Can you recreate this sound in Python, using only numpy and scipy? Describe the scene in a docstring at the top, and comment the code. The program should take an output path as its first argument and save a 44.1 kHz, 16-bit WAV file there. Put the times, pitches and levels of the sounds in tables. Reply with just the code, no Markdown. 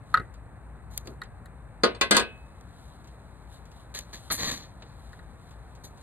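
"""Outdoors at a vehicle, a stereo microphone on its sheet-metal body, low rumble and far traffic behind.
Close by, a wire joint is being taped. A hollow plastic part knocks, scissors snip through tape,
then clatter down and set the steel panel under the microphone ringing. Fingers rustle at the wires,
terminals tick, and the tape rubs and peels in a few hissing pulls as its glue catches and lets go."""
import sys
import numpy as np
from scipy import signal
from scipy.fft import rfft, irfft, next_fast_len
from scipy.io import wavfile
from scipy.ndimage import uniform_filter1d

SR = 44100
rng = np.random.default_rng(int(sys.argv[2]) if len(sys.argv) > 2 else 0)


def to_wav(s):
    """Save 16-bit WAV."""
    ch = np.atleast_2d(s).T  # columns
    pcm = np.round(np.clip(ch, -1, 1) * 32767)  # PCM
    wavfile.write(sys.argv[1], SR, pcm.astype(np.int16))


N = 265702
TIME = np.arange(N) / SR

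# spectrum of the outdoor background: f/Hz, level/dB
OUTDOOR_SPECTRUM = [(20, -31.5), (38, -16.5), (56, 3.5), (80, -7), (120, -5), (200, -13), (380, -21),
                    (800, -18.5), (1700, -26), (2600, -37.5), (5000, -86), (8400, -38.5), (11000, -58.5),
                    (16000, -67)]
# drift of the low rumble, taken about its mean: t/s, level/dB
RUMBLE_DRIFT = [(0.0, -50.5), (0.91, -49), (3.42, -53.5), (3.86, -52.5), (6.02, -51.5)]
# spectrum of skin on insulation: f/Hz, level/dB
SKIN_SPECTRUM = [(500, 4.5), (2000, -5.5), (4000, 16), (5300, -1), (6500, 6), (9000, 6), (13300, -4),
                 (15000, -16.5)]
# finger strokes along the wires: t/s, length/s, level/dB
FINGER_STROKES = [(0, 0.29, -68), (2.644, 0.42, -68.5), (3.47, 0.14, -61), (3.71, .16, -66.5),
                  (4.01, 0.51, -59), (4.843, 0.44, -71), (5.367, 0.22, -72.5), (5.937, 0.25, -64)]
# noise bands of small hard parts that hardly ring: f/Hz, level/dB, t60/s
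TICK_BANDS = [(106, -76, 0.1), (432, -4.5, 0.15), (1030, -19.5, 0.13), (1790, -5, 0.045), (4170, 4, 0.068),
              (6660, 13.5, 0.022), (10400, -2.5, 0.015), (12700, 8, .02), (16100, -4, 0.0099)]
# the snip, and ticks of terminals and wire ends: t/s, level/dB, treble/dB, factor on t60
CLEAR_TICKS = [(0.339, -62.5, -4, 2), (.9764, -37, 16, 0.41), (1.0725, -39, -11.5, 0.58),
               (1.234, -51.5, -16, 1.9), (2.6098, -58, 1, 0.4), (3.9488, -38, -7, 0.8),
               (3.989, -35, 3, 0.39), (4.822, -40, -46, 1.04)]
# spectrum of tape letting go: f/Hz, level/dB
TAPE_SPECTRUM = [(60, 1), (200, 7), (400, -2.5), (850, -5.5), (1180, 0.5), (1400, -10), (1750, 3.5),
                 (2800, -7.5), (4200, 10), (5300, -9), (6300, 7.5), (8500, -5), (13200, -5.5), (15000, -34)]
# pulls and rubs of the tape: t/s, hold/s, level/dB, bass/dB, treble/dB
TAPE_PULLS = [(0.903, .05, -57, -6, 3.5), (1.045, 0.035, -65.5, 24.5, 6), (3.94, 0.019, -35, -26, -6),
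              (4.128, 0.01, -37.5, -0.5, -9), (4.301, 0.011, -23, -6.5, -26), (4.311, 0.012, -34, 3.5, 12),
              (4.376, 0.08, -27, 1, -11.5), (4.513, 0.013, -33, 3.5, -5), (4.578, 0.035, -45, 1, -18),
              (4.783, 0.082, -55.5, 8, -33), (5.837, 0.0024, -47, 8.5, 2.5)]
# clear modes of the hollow plastic part: f/Hz, t60/s, level/dB at spots a, b
PLASTIC_MODES = [(1070, .1, -19, -14), (1221, .05, -10, -12), (1279, .1, 1.5, -10), (1360, .035, -5, -10),
                 (1443, .08, -2, -8), (1620, .04, -4, -3), (1766, .07, -15, -3), (1915, .08, -8, -4),
                 (3850, .06, -17, -10), (4250, .04, -11, -7)]
# its dense, weak modes: f/Hz, level/dB, t60/s
PLASTIC_BANDS = [(110, -26.5, 0.3), (238, -41, 0.26), (493, -27, 0.38), (940, -34, 0.11), (1280, 13, 0.075),
                 (1770, -37.5, 0.63), (3200, -26, 0.11), (4010, -4.5, 0.13), (5350, -66, 0.032),
                 (8900, -25.5, 0.071), (16100, -48, 0.046)]
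# knocks and light taps on it: t/s, level/dB, bass/dB, treble/dB, spot
PLASTIC_KNOCKS = [(.1413, -6, -4, -0.5, "a"), (.1722, -15.5, 11, -5, "a"), (.1975, -29, 26, 5, "a"),
                  (1.2168, -24.5, 8, 8, "b"), (1.4572, -41.5, 3, 23.5, "b"), (4.303, -25, 7, -20, "a"),
                  (5.1303, -39, 2, 6, "b"), (5.1907, -40.5, 0, 5, "b")]
# clear modes of the steel panel under the microphone: f/Hz, t60/s, level/dB at spots a, b, c, d
STEEL_MODES = [(212, 0.3, -12, -11, -2, -14), (237, 0.7, -22, -22, -18, -20), (376, 0.28, -3, -14, -9, -12),
               (475, 0.21, 3, -15, -8, -11), (553, 0.22, -6, -6, -8, -10), (972, 0.21, -11, -13, -11, -5),
               (1078, 0.19, -1, 2, -13, -1), (1230, 0.19, 0, -15, -6, -4), (1445, 0.21, -5, -24, -3, -18),
               (1529, 0.3, -13, -6, -6, -8), (1650, 0.26, -9, -9, 3, -9), (1996, 0.21, -24, -5, -9, -10),
               (2047, 0.3, -20, -5, -7, -12), (2369, 0.07, -5, 7, -1, -2), (2487, 0.21, -18, -7, -14, -10),
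               (2562, 0.7, -32, -22, -21, -19), (2589, 0.21, -16, -5, -11, -15),
               (2848, 0.14, -13, 3, -2, -9), (3074, 0.17, -25, -10, -7, -9), (3448, 0.07, -25, 1, -6, -4),
               (3549, 0.17, -21, -3, -12, -5), (3630, 0.07, -7, 3, -3, -7), (4094, 0.17, -17, -4, -3, -5),
               (4395, 0.1, -5, -13, -13, -7), (4471, 0.1, 0, -5, -5, 0), (4713, 0.1, -5, -18, -16, -7),
               (4838, 0.07, -3, -3, -12, 0), (5224, 0.07, -12, -7, -3, -5), (6667, 0.07, -34, -5, -4, -10),
               (8422, 0.11, -9, -15, -3, -6)]
# its dense, weak modes: f/Hz, level/dB, t60/s
STEEL_BANDS = [(100, -32, 0.21), (231.5, -4, 0.12), (433, -2.5, 0.36), (920, -9.5, 0.21), (1503, -0.5, .16),
               (2567, -17, 0.45), (4450, 5, 0.15), (5930, 2.5, 0.072), (9000, -9, 0.15),
               (12350, -6.5, 0.019), (16060, -47, .08)]
# two soft bumps on it, then the scissors land and bounce: t/s, level/dB, bass/dB, treble/dB, spot
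STEEL_BLOWS = [(1.056, -60, 13, -26, "a"), (1.079, -54.5, 18, -31, "a"), (1.8346, -18, 0.5, -13.5, "a"),
               (1.947, -46.5, -3, -29.5, "d"), (2.0112, -22, -6.5, -2.5, "b"),
               (2.1094, -18.5, -0.5, 3, "c"), (2.1465, -24, -2.5, -21, "c"), (2.1662, -18.5, -6, 4.5, "d"),
               (2.196, -29, -1.5, -5.5, "c")]
# narrow treble dip on the struck sounds: f/Hz, level/dB
TREBLE_DIP = [(4700, -1), (5400, -12), (6200, -1)]

BOTH_HANDS_S, REACH_S = 2.4, 0.3  # when both hands are at work, and the fade up to it
LEFT_RIGHT = np.array([[1], [-1]])


def amp(db):
    """Decibels to gain."""
    return 10 ** (np.asarray(db) / 20)


def unit(x):
    """Scale to rms 1."""
    return x / np.sqrt(np.mean(x ** 2))


def at(hz, points, column=1):
    """Read a table on a log-frequency axis."""
    points = np.array(points)
    return np.interp(np.log(hz + 1e-9), np.log(points[:, 0]), points[:, column])


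def curve(rows):
    """Join rows of t/s, value by straight lines."""
    return np.interp(TIME, *np.transpose(rows))


def colour(x, points):
    """Equalise by points of f/Hz, level/dB."""
    size = next_fast_len(x.shape[-1])
    gain = amp(at(np.fft.rfftfreq(size, 1 / SR), points))
    return irfft(rfft(x, size) * gain, size)[..., :x.shape[-1]]


def contact_tone(bass_db, treble_db):
    """The colour given by the place and hardness of one contact: f/Hz, level/dB."""
    presence_db = 0.19 * treble_db
    return [(350, bass_db), (1000, 0), (1500, 0),
            (3200, presence_db), (5000, presence_db), (9500, treble_db)]


def add(track, s, sound):
    """Mix a sound in at s seconds."""
    start = max(int(s * SR), 0)
    track[:, start:start + sound.shape[1]] += sound[:, :N - start]


def delay(x, samples):
    """The same sound, arriving later."""
    return np.concatenate([np.zeros_like(x[..., :samples]), x[..., :-samples]], axis=-1)


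def outdoors():
    """A wavering low rumble, a little to the left, under the smooth wash of far traffic."""
    noise = rng.standard_normal(N) + 0.44 * rng.standard_normal((2, N))
    air = unit(colour(noise, OUTDOOR_SPECTRUM))
    rumble = signal.sosfiltfilt(signal.butter(2, 150, fs=SR, output="sos"), air)
    wash = air - rumble
    drift_db = curve(RUMBLE_DRIFT)
    lift_db = 2.04 + drift_db - np.mean(drift_db)
    return amp(-48) * (wash + rumble * amp(lift_db + LEFT_RIGHT))


def bodywork(x):
    """Two metal faces near the microphone throw the sound back and give it a hollow colour."""
    return x + amp(-21.5) * delay(x, samples=73) + amp(-19.5) * delay(x, samples=167)


def slips(size, per_s, spread_db, width):
    """Tiny releases of glue or skin, many a second and uneven in size."""
    grains = (rng.random(size) < per_s / SR) * amp(spread_db * rng.standard_normal(size))
    return grains * (rng.choice([-1, 1], size) + width * rng.standard_normal((2, size)))


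def fingers():
    """Skin slides over insulation in a faint, grainy rustle that swells with each stroke."""
    one_hand_db, both_hands_db = -75, -69.5
    effort = amp(curve([(BOTH_HANDS_S - REACH_S, one_hand_db), (BOTH_HANDS_S, both_hands_db)]))
    for s, length, db in FINGER_STROKES:
        progress = np.clip((TIME - s) / length, 0, 1)
        effort += amp(db) * np.sin(np.pi * progress) ** 2
    grains = slips(N, per_s=3000, spread_db=3, width=0.09)
    return effort * unit(bodywork(colour(grains, SKIN_SPECTRUM)))


def noise_bands(size, width):
    """Yield f/Hz and stereo noise in half-octave steps; width sets how much the sides differ."""
    spectrum = rfft(rng.standard_normal(size) + width * rng.standard_normal((2, size)))
    octave = np.log2(np.fft.rfftfreq(size, 1 / SR) + 1e-9)
    for hz in 96 * 2 ** np.arange(0, 7.6, 0.5):
        window = np.sqrt(np.maximum(1 - 2 * abs(octave - np.log2(hz)), 0))
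        yield hz, unit(irfft(spectrum * window, size))


def dense_modes(blows, bands, t60_scale, crack_db, crack_s, width, size):
    """Each blow opens with a crack and dies away in weak modes, too dense to tell apart."""
    out, t = np.zeros((2, N)), np.arange(size) / SR
    attack = 1 - np.exp(-t / 0.000431)
    crack = 1 + amp(crack_db) * np.exp(-t / crack_s)
    for s, db, bass_db, treble_db, *_ in blows:
        tone, sound = contact_tone(bass_db, treble_db), np.zeros((2, size))
        for hz, noise in noise_bands(size, width):
            t60 = t60_scale * at(hz, bands, column=2)
            envelope = np.exp(-np.log(1000) * t / t60) * (crack if hz > 900 else 1)
            band_rms = amp(at(hz, bands) + at(hz, tone)) * np.sqrt(np.mean(envelope ** 2))
            sound += band_rms * unit(noise * envelope)
        add(out, s, amp(db) * attack * sound)
    return out


def clear_modes(blows, modes, t60_scale, phase_spread):
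    """Each blow starts the object's clear modes, as strongly as its spot drives them."""
    out, t = np.zeros((2, N)), np.arange(SR * 3 // 5) / SR
    attack = 1 - np.exp(-t / 0.0023)
    for s, db, *_, spot in blows:
        sound = np.zeros((2, len(t)))
        for hz, t60, *spot_db in modes:
            # each mode reaches the two microphone ports with its own phase
            phase = rng.uniform(0, 2 * np.pi) + phase_spread * rng.standard_normal((2, 1))
            fade = np.exp(-np.log(1000) * t / (t60 * t60_scale))
            sound += amp(spot_db["abcd".index(spot)]) * fade * np.sin(2 * np.pi * hz * t + phase)
        add(out, s, amp(db) * attack * sound)
    return out


def small_parts():
    """Blades, terminals and wire ends click: a few clearly, others faintly while both hands work."""
    busy_s = N / SR - BOTH_HANDS_S
    faint_per_s = 3
    draws = rng.random((int(faint_per_s * busy_s), 2))
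    faint_ticks = [(BOTH_HANDS_S + busy_s * when, -64 + 4 * force, -9, 2.5) for when, force in draws]
    out = np.zeros((2, N))
    for s, db, treble_db, t60_scale in CLEAR_TICKS + faint_ticks:
        out += dense_modes([(s, db, 0, treble_db)], TICK_BANDS, t60_scale,
                           crack_db=0, crack_s=0.0002, width=0.055, size=6000)
    return amp(-5) * out


def tape():
    """Each pull swells, holds and dies away while the glue catches and lets go in dense slips."""
    out, t = np.zeros((2, N)), np.arange(SR // 2) / SR
    for s, hold_s, db, bass_db, treble_db in TAPE_PULLS:
        # a longer pull gathers speed and loses it more slowly
        rise_s, fall_s = 0.003 + 0.54 * hold_s, 0.022 + 0.27 * hold_s
        swell = np.minimum(t / rise_s, 1) ** 0.44
        fade = np.exp(-np.maximum(t - rise_s - hold_s, 0) / fall_s)
        catch_db = 2 * unit(uniform_filter1d(rng.standard_normal(len(t)), size=130))
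        glue = amp(catch_db) * slips(len(t), per_s=8700, spread_db=3.5, width=0.14)
        hiss = unit(bodywork(colour(glue, TAPE_SPECTRUM)))
        add(out, s, amp(db) * swell * fade * colour(hiss, contact_tone(bass_db, treble_db)))
    return out


def plastic_part():
    """The hollow plastic part answers each knock with a sharp crack and a short, nasal ring."""
    ring = clear_modes(PLASTIC_KNOCKS, PLASTIC_MODES, t60_scale=0.55, phase_spread=0.7)
    body = dense_modes(PLASTIC_KNOCKS, PLASTIC_BANDS, t60_scale=0.55,
                       crack_db=6, crack_s=0.00082, width=0.6, size=10000)
    return amp(0.5) * ring + amp(-9) * body


def scissors_on_panel():
    """The steel right under the microphone rings as it is bumped and as the scissors land and bounce."""
    ring = clear_modes(STEEL_BLOWS, STEEL_MODES, t60_scale=0.82, phase_spread=1.0)
    body = dense_modes(STEEL_BLOWS, STEEL_BANDS, t60_scale=0.84,
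                       crack_db=-1.5, crack_s=0.00092, width=0.76, size=20000)
    return amp(1) * ring + amp(-4.5) * body


def scene():
    """At the microphone: the plastic part reaches both ports together, the rest the right port first."""
    metal = colour(scissors_on_panel() + small_parts(), TREBLE_DIP)
    left, right = metal + tape() + fingers() + outdoors()
    plastic = colour(plastic_part(), TREBLE_DIP)
    ports = np.array([delay(left, samples=4), right]) + plastic
    return ports * amp(0.74 * LEFT_RIGHT)  # the image leans slightly left


def record(dry):
    """The recorder rounds the highest peaks and cuts the top."""
    top_cut = signal.ellip(8, 0.2, 80, 15800, fs=SR, output="sos")
    return signal.sosfilt(top_cut, np.tanh(dry))


dry = scene()
out = record(dry)
to_wav(out)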